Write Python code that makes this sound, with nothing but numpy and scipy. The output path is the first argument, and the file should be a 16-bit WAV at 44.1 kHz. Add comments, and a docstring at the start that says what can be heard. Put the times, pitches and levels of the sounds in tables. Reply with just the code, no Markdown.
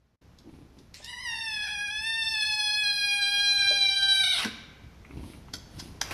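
"""A kitten on a wooden floor, in a bare, ringing room with a low rumble. First soft bumps, paws, wet smacks.
At 1 s one long, high meow: vocal folds through throat resonances, sinking in pitch, swelling as the mouth
widens. At 4.2 s the folds break into a rasp; the jaw snaps shut, pulling pitch and resonances down.
From 5 s claws tick, paws shuffle on the boards, the mouth smacks; echoes weaken as the kitten nears.
At 6 s a rough second cry begins."""
import sys
import numpy as np
from scipy import signal
from scipy.fft import rfft, irfft, next_fast_len
from scipy.io import wavfile
from scipy.ndimage import uniform_filter1d

SR = 44100
rng = np.random.default_rng(int(sys.argv[2]) if len(sys.argv) > 2 else 0)


def transcribe(signal):
    """Save signal, clipped to [-1, 1], as a 16-bit WAV file at the path in sys.argv[1]."""
    frames = np.atleast_2d(signal).T
    limited = np.clip(frames, -1, 1)
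    pcm = np.round(limited * 32767).astype(np.int16)
    wavfile.write(sys.argv[1], SR, pcm)


N = 270333
TIME_S = np.arange(N) / SR

# meow melody: t/s, f/Hz
MEOW_PITCH = [(1.02, 866), (1.06, 910), (1.088, 989), (1.12, 962), (1.185, 973), (1.205, 1012),
              (1.235, 1022), (1.252, 990), (1.28, 935), (1.318, 921), (1.35, 919), (1.4, 903.6),
              (1.425, 910), (1.52, 866), (1.585, 840), (1.73, 845), (1.755, 819), (1.89, 824.6),
              (1.92, 851), (1.97, 854), (2.03, 877), (2.06, 897), (2.2, 902), (2.23, 887), (2.33, 893.3),
              (2.36, 868.5), (2.44, 846.4), (2.475, 858.7), (2.63, 842.6), (2.81, 844.4), (2.86, 823.4),
              (3.2, 812.5), (3.23, 799.4), (3.32, 809.6), (3.6, 806.5), (3.62, 796.6), (3.76, 803.5),
              (3.86, 786.4), (4.05, 788.8), (4.12, 782.2), (4.33, 784.2)]
# brief pitch dips: t/s, half length/s, depth/fraction of pitch
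PITCH_CATCHES = [(1.677, 0.0088, 0.055), (1.884, 0.012, 0.019), (4.026, 0.0067, 0.011),
                 (4.201, 0.0078, 0.016), (4.241, 0.00748, 0.0794), (4.273, 0.00809, 0.0733),
                 (4.297, .006, 0.0492), (4.326, 0.00811, 0.0875), (4.357, 0.012, 0.14)]
# mouth: t/s, opening/0-1
MOUTH_OPENING = [(1., 0.51), (1.27, 0.1), (1.6, 0.28), (1.85, 0.06), (2.15, 0.29), (2.45, 0.75),
                 (3.3, 0.55), (3.62, 0.88), (4.18, 0.99), (4.3, 0.99)]
# throat response by mouth opening: f/Hz, narrow/dB, half open/dB, wide/dB
THROAT_RESPONSE = [(394.2, -32, -26, 5), (847, -8, -13.5, -10), (1598, 4, -2.5, 1.5), (2475, 3, 1, 3.5),
                   (3160, -11, -2.5, -1), (3398, 1.5, 2.5, 1.5), (3606, -6.5, 4, 6.5),
                   (3950, -16.5, -0.5, 13.5), (4317, -15.5, -4, 2), (4900, -11.5, -6, -6.5),
                   (5200, -6, 4, -8), (5540, -5, -10, -3.5), (6460, -22, -24, -14.5), (7050, -58, -86, -49),
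                   (7680, -29, -15, -28), (8450, -25, -19, -15), (8960, -14, -18.5, -22),
                   (9340, -25.5, -16.5, -15), (10860, -19.5, -24.5, -22), (12570, -49, -34, -35)]
# folds take hold in two pushes, let go at the end: t/s, gain/1
FOLD_GRIP = [(1.01, 0), (1.03, .6), (1.06, .7), (1.095, 1.2), (1.16, .7), (1.21, .65), (1.26, 1.15),
             (1.35, 1), (4.22, 1), (4.25, .85), (4.38, .75), (4.43, .15)]
# fold rattle fraying the harmonics: t/s, depth/0-1
FOLD_RATTLE = [(1.0, .5), (1.1, .85), (1.22, .55), (1.27, .25), (1.34, .6), (1.43, .05), (1.6, .08),
               (1.68, .7), (1.76, .08), (2.2, 0), (3.4, 0), (3.7, .07), (4.2, .1)]
# voice cracks: t/s, time constant/s, added roughness/0-1
VOICE_CRACKS = [(1.275, 0.032, 0), (1.687, 0.11, 0.2), (2.367, 0.099, 0.04), (2.961, 0.072, 0.08),
                (3.722, 0.07, 0.01)]
# bright breath before the break: f/Hz, level/dB
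WHISPER_SPECTRUM = [(400, -21), (1100, -14), (2000, 9), (3500, 5), (5700, 3), (7300, 5), (9800, -8),
                    (13000, -24)]
# darker breath after it: f/Hz, level/dB
RASP_SPECTRUM = [(300, -7), (600, -1), (1100, 7), (1800, 0), (2800, 3), (4200, -2.5), (5700, 1.5),
                 (7300, -25), (10000, -4), (13000, -21)]
# air pushes of the second cry: t/s, level/dB, fade/(dB/s)
CRY_PUSHES = [(6.016, -41, 13), (6.109, -30, 452)]
# throat in the second cry: f/Hz, level/dB
CRY_SPECTRUM = [(300, -8), (850, -3), (2200, -4.5), (3200, -10), (4800, -12), (7000, -22), (12000, -22)]
# lip and tongue smacks: t/s, level/dB, time constant/s, treble/dB
SMACKS = [(0.388, -41.5, 0.0016, 5), (0.789, -43, 0.0031, 6), (0.943, -27.5, 0.00043, 9),
          (1.046, -26, 0.0018, 17), (4.449, -15.5, 0.0031, -9), (5.539, -17, 0.0021, -3),
          (5.799, -26, 0.006, -4.5), (6.0154, -9.5, 0.0011, -8)]
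# mouth cavity: f/Hz, width/Hz, level/dB
MOUTH_MODES = [(1003, 590, 1), (1505, 490, 4), (3770, 1120, 1.5), (4830, 2300, 8.5), (10300, 2800, -7)]
# claw ticks: t/s, level/dB
CLAW_TICKS = [(5.05, -37), (5.110, -35), (5.239, -37), (5.336, -37), (5.485, -38)]
# boards under a claw: f/Hz, width/Hz, level/dB
BOARD_MODES = [(1060, 550, 9.5), (2190, 550, 8.5), (4440, 1400, -25)]
# paws and fur on the floor: t/s, half length/s, thud/dB, scuff/dB
SHUFFLES = [(0.56, 0.084, -44, -69.5), (0.794, 0.06, -52, -70), (5.212, 0.12, -40.5, -63),
            (5.308, 0.072, -51, -57.5), (5.55, 0.034, -43, -76), (5.816, 0.081, -45.5, -52.5),
            (5.973, 0.11, -44.5, -70)]
# boards under a paw: f/Hz, level/dB
THUD_SPECTRUM = [(25, -40), (59, 12), (100, 1.5), (151, 2), (294, 6.5), (527, -14), (960, -17), (1630, -40),
                 (2260, -22.5), (6000, -41), (7800, -64), (13200, -120)]
# paws and fur rubbing: f/Hz, level/dB
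SCUFF_SPECTRUM = [(1000, -19), (3000, -3), (5000, -6), (7300, -19), (10000, -4.5), (13000, -16)]
# dull bumps: t/s, level/dB, f/Hz, width/Hz, time constant/s
BUMPS = [(0.472, -36, 275, 133, 0.018), (0.622, -41, 109, 90, 0.0088), (1.003, -43, 660, 413, 0.0046),
         (3.377, -44, 600, 262, 0.04), (5.782, -33, 82, 71, 0.025), (3.712, -23, 505, 190, .008),
         (4.457, -20.5, 200, 150, .006), (4.468, -28, 370, 220, .012)]
# reverberation time: f/Hz, T60/s
ROOM_DECAY = [(150, 1.1), (2000, 1.2), (3900, 0.78), (6000, 0.85), (9000, 0.5), (14000, 0.55)]
# echo colour: f/Hz, level/dB
ECHO_SPECTRUM = [(200, -5.5), (600, -2.5), (3000, 1.5), (6000, 2.5), (9000, 4.0)]
# room noise: f/Hz, level/dB
BACKGROUND_SPECTRUM = [(25, -12), (62, 1.5), (110, -4), (200, -8.5), (400, -17), (1000, -23), (3000, -31.5),
                       (6000, -34), (8000, -44.5), (13000, -42.5)]

MEOW_START_S, BREAK_S, CRUMBLE_S, MEOW_END_S = 0.94, 4.201, 4.22, 4.444


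def meow(jaw_close_s=4.335, pitch_drop=0.1187, throat_drop=0.32, wide_mouth_db=8):
    """Folds, croak and breath, louder through a wide mouth; the closing jaw lowers pitch and throat."""
    level_db, rough = effort()
    closing = ramp(jaw_close_s, 0.1) ** 2
    catch = sum(depth * swell(t_s, half_s) for t_s, half_s, depth in PITCH_CATCHES)
    pitch_hz = curve(MEOW_PITCH) * (1 - catch - pitch_drop * closing)
    opening = curve(MOUTH_OPENING)
    throat_scale = 1 - throat_drop * closing
    air = breath(rough)
    voice = curve(FOLD_GRIP) * vocal_folds(pitch_hz, rough, opening, throat_scale)
    gate = uniform_filter1d(1. * ((TIME_S >= MEOW_START_S) & (TIME_S <= MEOW_END_S)), size=200)
    return (voice + croak(throat_scale) + air) * undb(level_db + wide_mouth_db * opening) * gate


def effort(attack_db=17.5, swell_db_per_s=2, fade_db_per_s=31, settle_s=0.14):
    """Meow level/dB and roughness/0-1: the folds start hoarse, settle, swell, then break up."""
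    held_s = np.minimum(since(MEOW_START_S), BREAK_S - MEOW_START_S)
    onset_db = -34.5 - attack_db * (1 - ramp(MEOW_START_S, 0.3))
    level_db = onset_db + swell_db_per_s * held_s - fade_db_per_s * since(BREAK_S)
    hoarse = 0.9 * np.exp(-held_s / settle_s)
    cracks = sum(depth * np.exp(-np.abs(TIME_S - t_s) / tau_s) for t_s, tau_s, depth in VOICE_CRACKS)
    crumble = ramp(CRUMBLE_S, 0.18) ** 2
    return level_db, np.clip(0.03 + hoarse + cracks + crumble, 0, 1)


def vocal_folds(pitch_hz, rough, opening, throat_scale, jitter=0.0758, shimmer=0.065, flutter_db=0.72):
    """Fold harmonics shaped by the throat; roughness shakes their rate and swing."""
    tremble = 0.0027 * wander(28) + .03 * rough * wander(45)
    fold_hz = pitch_hz * (1 + tremble + jitter * rough ** 2 * wander(614))
    phase = 2 * np.pi * np.cumsum(fold_hz) / SR
    rattle = curve(FOLD_RATTLE)
    tone, power = 0, 0
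    for k in range(1, 18):
        gain = throat_gain(k * pitch_hz, opening, throat_scale)
        skirt = .8 * rough * np.sqrt(k)  # sidebands from uneven closures
        fray = rattle * wander(120)
        swing = 1 + skirt * wander(60 + 10 * k)
        tone += gain * (swing * np.sin(k * phase) + fray * np.cos(k * phase))
        power += gain ** 2 * (1 + skirt ** 2 + rattle ** 2) / 2
    return tone / np.sqrt(power) * (1 + shimmer * rough * wander(120)) * undb(flutter_db * wander(35))


def throat_gain(f_hz, opening, throat_scale, strain_s=4.06, strain_db=6.5):
    """A wider mouth brings out the resonance near 4 kHz; strain lifts the top overtones."""
    grid_hz, *shapes_db = np.transpose(THROAT_RESPONSE)
    gain_db = 0
    for i, shape_db in enumerate(shapes_db):
        share = np.maximum(1 - np.abs(2 * opening - i), 0)
        gain_db += share * np.interp(f_hz / throat_scale, grid_hz, shape_db)
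    return undb(gain_db + strain_db * ramp(strain_s, 0.074) * (f_hz > 6900))


def breath(rough, whisper_db=3, rasp_db=-5):
    """Air hisses past the teeth as the folds lose grip; after the break their flapping chops it."""
    flaps = 1 + .3 * wander(200)
    whisper = undb(whisper_db) * unit(colour(noise(), WHISPER_SPECTRUM))
    rasp = undb(rasp_db) * unit(flaps * colour(noise(), RASP_SPECTRUM))
    return np.where(TIME_S < BREAK_S, whisper, rasp) * rough ** 3


def croak(throat_scale, resonance_hz=3550, half_width_hz=525, level_db=-2):
    """Turbulence in a throat resonance that sinks with the jaw, chopped by the flapping folds."""
    carrier = np.sin(2 * np.pi * np.cumsum(resonance_hz * throat_scale) / SR)
    turbulence = carrier * wander(half_width_hz)
    flaps = 1 + 0.5 * wander(170)
    return undb(level_db) * unit(turbulence * flaps) * ramp(CRUMBLE_S, MEOW_END_S - CRUMBLE_S) ** 2


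def second_cry(start_hz=670, rise_hz_per_s=520):
    """Hoarse, barely pitched air through the throat: a soft push, then a hard one."""
    pitch_hz = start_hz + rise_hz_per_s * since(CRY_PUSHES[0][0])
    push = sum((TIME_S > t_s) * undb(db - db_per_s * since(t_s)) for t_s, db, db_per_s in CRY_PUSHES)
    air = unit(colour(noise(), CRY_SPECTRUM))
    phase = 2 * np.pi * np.cumsum(pitch_hz * (1 + 0.14 * wander(220))) / SR
    return air * (1 + 0.15 * np.sin(phase)) * push


def smacks():
    """A saliva film tears; the crackle rings the mouth cavity."""
    sound = 0
    for t_s, level_db, tau_s, treble_db in SMACKS:
        modes = [(f_hz, width_hz, db + treble_db * (f_hz > 3000)) for f_hz, width_hz, db in MOUTH_MODES]
        sound += burst(t_s, level_db, tau_s, modes)
    return sound


def claws(tau_s=0.0014):
    """Claws tick on the boards and ring them briefly."""
    return sum(burst(t_s, level_db, tau_s, BOARD_MODES) for t_s, level_db in CLAW_TICKS)


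def paws(contacts_per_s=900, spread_db=7.5):
    """Swells of tiny contacts thud in the boards, a thin scuff above."""
    contacts = (rng.random(N) < contacts_per_s / SR) * np.sign(noise())
    force = undb(spread_db * np.minimum(rng.exponential(size=N), 4))
    thud = unit(colour(contacts * force, THUD_SPECTRUM))
    scuff = unit(colour(noise(), SCUFF_SPECTRUM))
    return sum(swell(t_s, half_s) * (undb(thud_db) * thud + undb(scuff_db) * scuff)
               for t_s, half_s, thud_db, scuff_db in SHUFFLES)


def bumps():
    """Soft knocks, each with one short, low ring."""
    return sum(burst(t_s, db, tau_s, [(f_hz, width_hz, 0)]) for t_s, db, f_hz, width_hz, tau_s in BUMPS)


def room_echoes(x, shift_hz=1.8, gain_db=1.83):
    """The kitten moves, so its echoes drift between two patterns."""
    angle = 2 * np.pi * shift_hz * np.cumsum(1 + wander(3)) / SR
    shares = np.cos(angle), np.sin(angle)
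    wet = sum(signal.fftconvolve(x * share, room_response())[:N] for share in shares)
    return undb(gain_db) * colour(wet, ECHO_SPECTRUM)


def room_response(early_db=-7, early_t60_s=0.15, late_db=-13.5):
    """Near floor and walls answer at once; the room rings on, losing treble first."""
    t_s = TIME_S[:SR]
    f_hz = np.fft.rfftfreq(SR, 1 / SR)
    spectrum = rfft(rng.standard_normal(SR))
    edges_hz = np.append(0, np.geomspace(200, SR / 2, num=14))
    late = 0
    for low_hz, high_hz in zip(edges_hz, edges_hz[1:]):
        band = irfft(spectrum * ((f_hz >= low_hz) & (f_hz < high_hz)), SR)
        late += band * undb(-60 * t_s / lookup(ROOM_DECAY, (low_hz + high_hz) / 2))
    late *= np.clip((t_s - .008) / 0.0015, 0, 1)
    reflections = rng.standard_normal(SR) * (rng.random(SR) < .03) * (t_s > .003)
    early = reflections * undb(-60 * t_s / early_t60_s)
    return (undb(early_db) * unit(early) + undb(late_db) * unit(late)) / np.sqrt(SR)


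def background(full_s=0.212, dip_s=0.051, grow_s=3.4, grow_db_per_s=3):
    """Wavering rumble under an even hiss: starts faint, dips briefly, comes in fully, later grows."""
    lead_in_db = np.where(TIME_S < full_s - dip_s, -68, -95)
    level_db = np.where(TIME_S < full_s, lead_in_db, -56 + grow_db_per_s * since(grow_s))
    steady = unit(colour(noise(), BACKGROUND_SPECTRUM))
    rumble = signal.sosfiltfilt(signal.butter(2, 200, fs=SR, output="sos"), steady)
    waver = undb(2 * wander(8)) - 1
    return (steady + waver * rumble) * undb(uniform_filter1d(level_db, size=400))


def burst(centre_s, peak_db, tau_s, modes):
    """A short rattle of pushes rings modes: f/Hz, width/Hz, level/dB."""
    t_s = np.arange(-SR // 10, SR // 4) / SR
    push = rng.standard_normal(len(t_s)) * np.exp(-np.abs(t_s) / tau_s)
    sound = sum(undb(db) * ring(push, f_hz, width_hz) for f_hz, width_hz, db in modes)
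    sound *= undb(peak_db) / np.abs(sound).max()
    return np.interp(TIME_S - round(centre_s * SR) / SR, t_s, sound, left=0, right=0)


def ring(x, f_hz, width_hz):
    """Steep resonance, gain 1 at its centre."""
    b, a = signal.iirpeak(f_hz, f_hz / width_hz, fs=SR)
    return signal.lfilter(b, a, signal.lfilter(b, a, x))


def colour(x, spectrum):
    """Filter by a spectrum: f/Hz, level/dB."""
    size = next_fast_len(N + SR // 2)
    gain = undb(lookup(spectrum, np.fft.rfftfreq(size, 1 / SR)))
    return irfft(rfft(x, size) * gain, size)[:N]


def lookup(points, f_hz):
    """Interpolate (f/Hz, value) points over log frequency."""
    grid_hz, values = np.transpose(points)
    return np.interp(np.log(np.maximum(f_hz, 1)), np.log(grid_hz), values)


def curve(points):
    """Interpolate (t/s, value) points per sample."""
    return np.interp(TIME_S, *np.transpose(points))


def noise():
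    """White noise."""
    return rng.standard_normal(N)


def wander(cutoff_hz):
    """Low-passed noise, rms 1."""
    return unit(signal.sosfilt(signal.butter(4, cutoff_hz, fs=SR, output="sos"), noise()))


def since(start_s):
    """Seconds since start_s, 0 before."""
    return np.maximum(TIME_S - start_s, 0)


def ramp(start_s, length_s):
    """Linear rise from 0 to 1."""
    return np.minimum(since(start_s) / length_s, 1)


def swell(centre_s, half_s):
    """Gaussian rise and fall, peak 1."""
    return np.exp(-((TIME_S - centre_s) / half_s) ** 2)


def undb(db):
    """Decibels to gain."""
    return 10 ** (np.asarray(db) / 20)


def unit(x):
    """Scale to rms 1."""
    return x / np.sqrt(np.mean(x ** 2))


def scene(approach_s=5.52, approach_db_per_s=8.5, bump_send_db=2):
    """Kitten, bumps and room, centred; the kitten's echoes weaken as it nears the phone."""
    kitten = meow() + second_cry() + smacks() + claws() + paws()
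    knocks = bumps()
    kitten_send = undb(-approach_db_per_s * since(approach_s))
    echoes = room_echoes(kitten_send * kitten + undb(bump_send_db) * knocks)
    mono = undb(-3.5) * (kitten + knocks + echoes) + background()
    return np.array([mono, mono])


def record(dry):
    """The phone cuts the treble above 13.1 kHz."""
    return signal.sosfilt(signal.ellip(8, .2, 70, 13100, fs=SR, output="sos"), dry)


dry = scene()
out = record(dry)
transcribe(out)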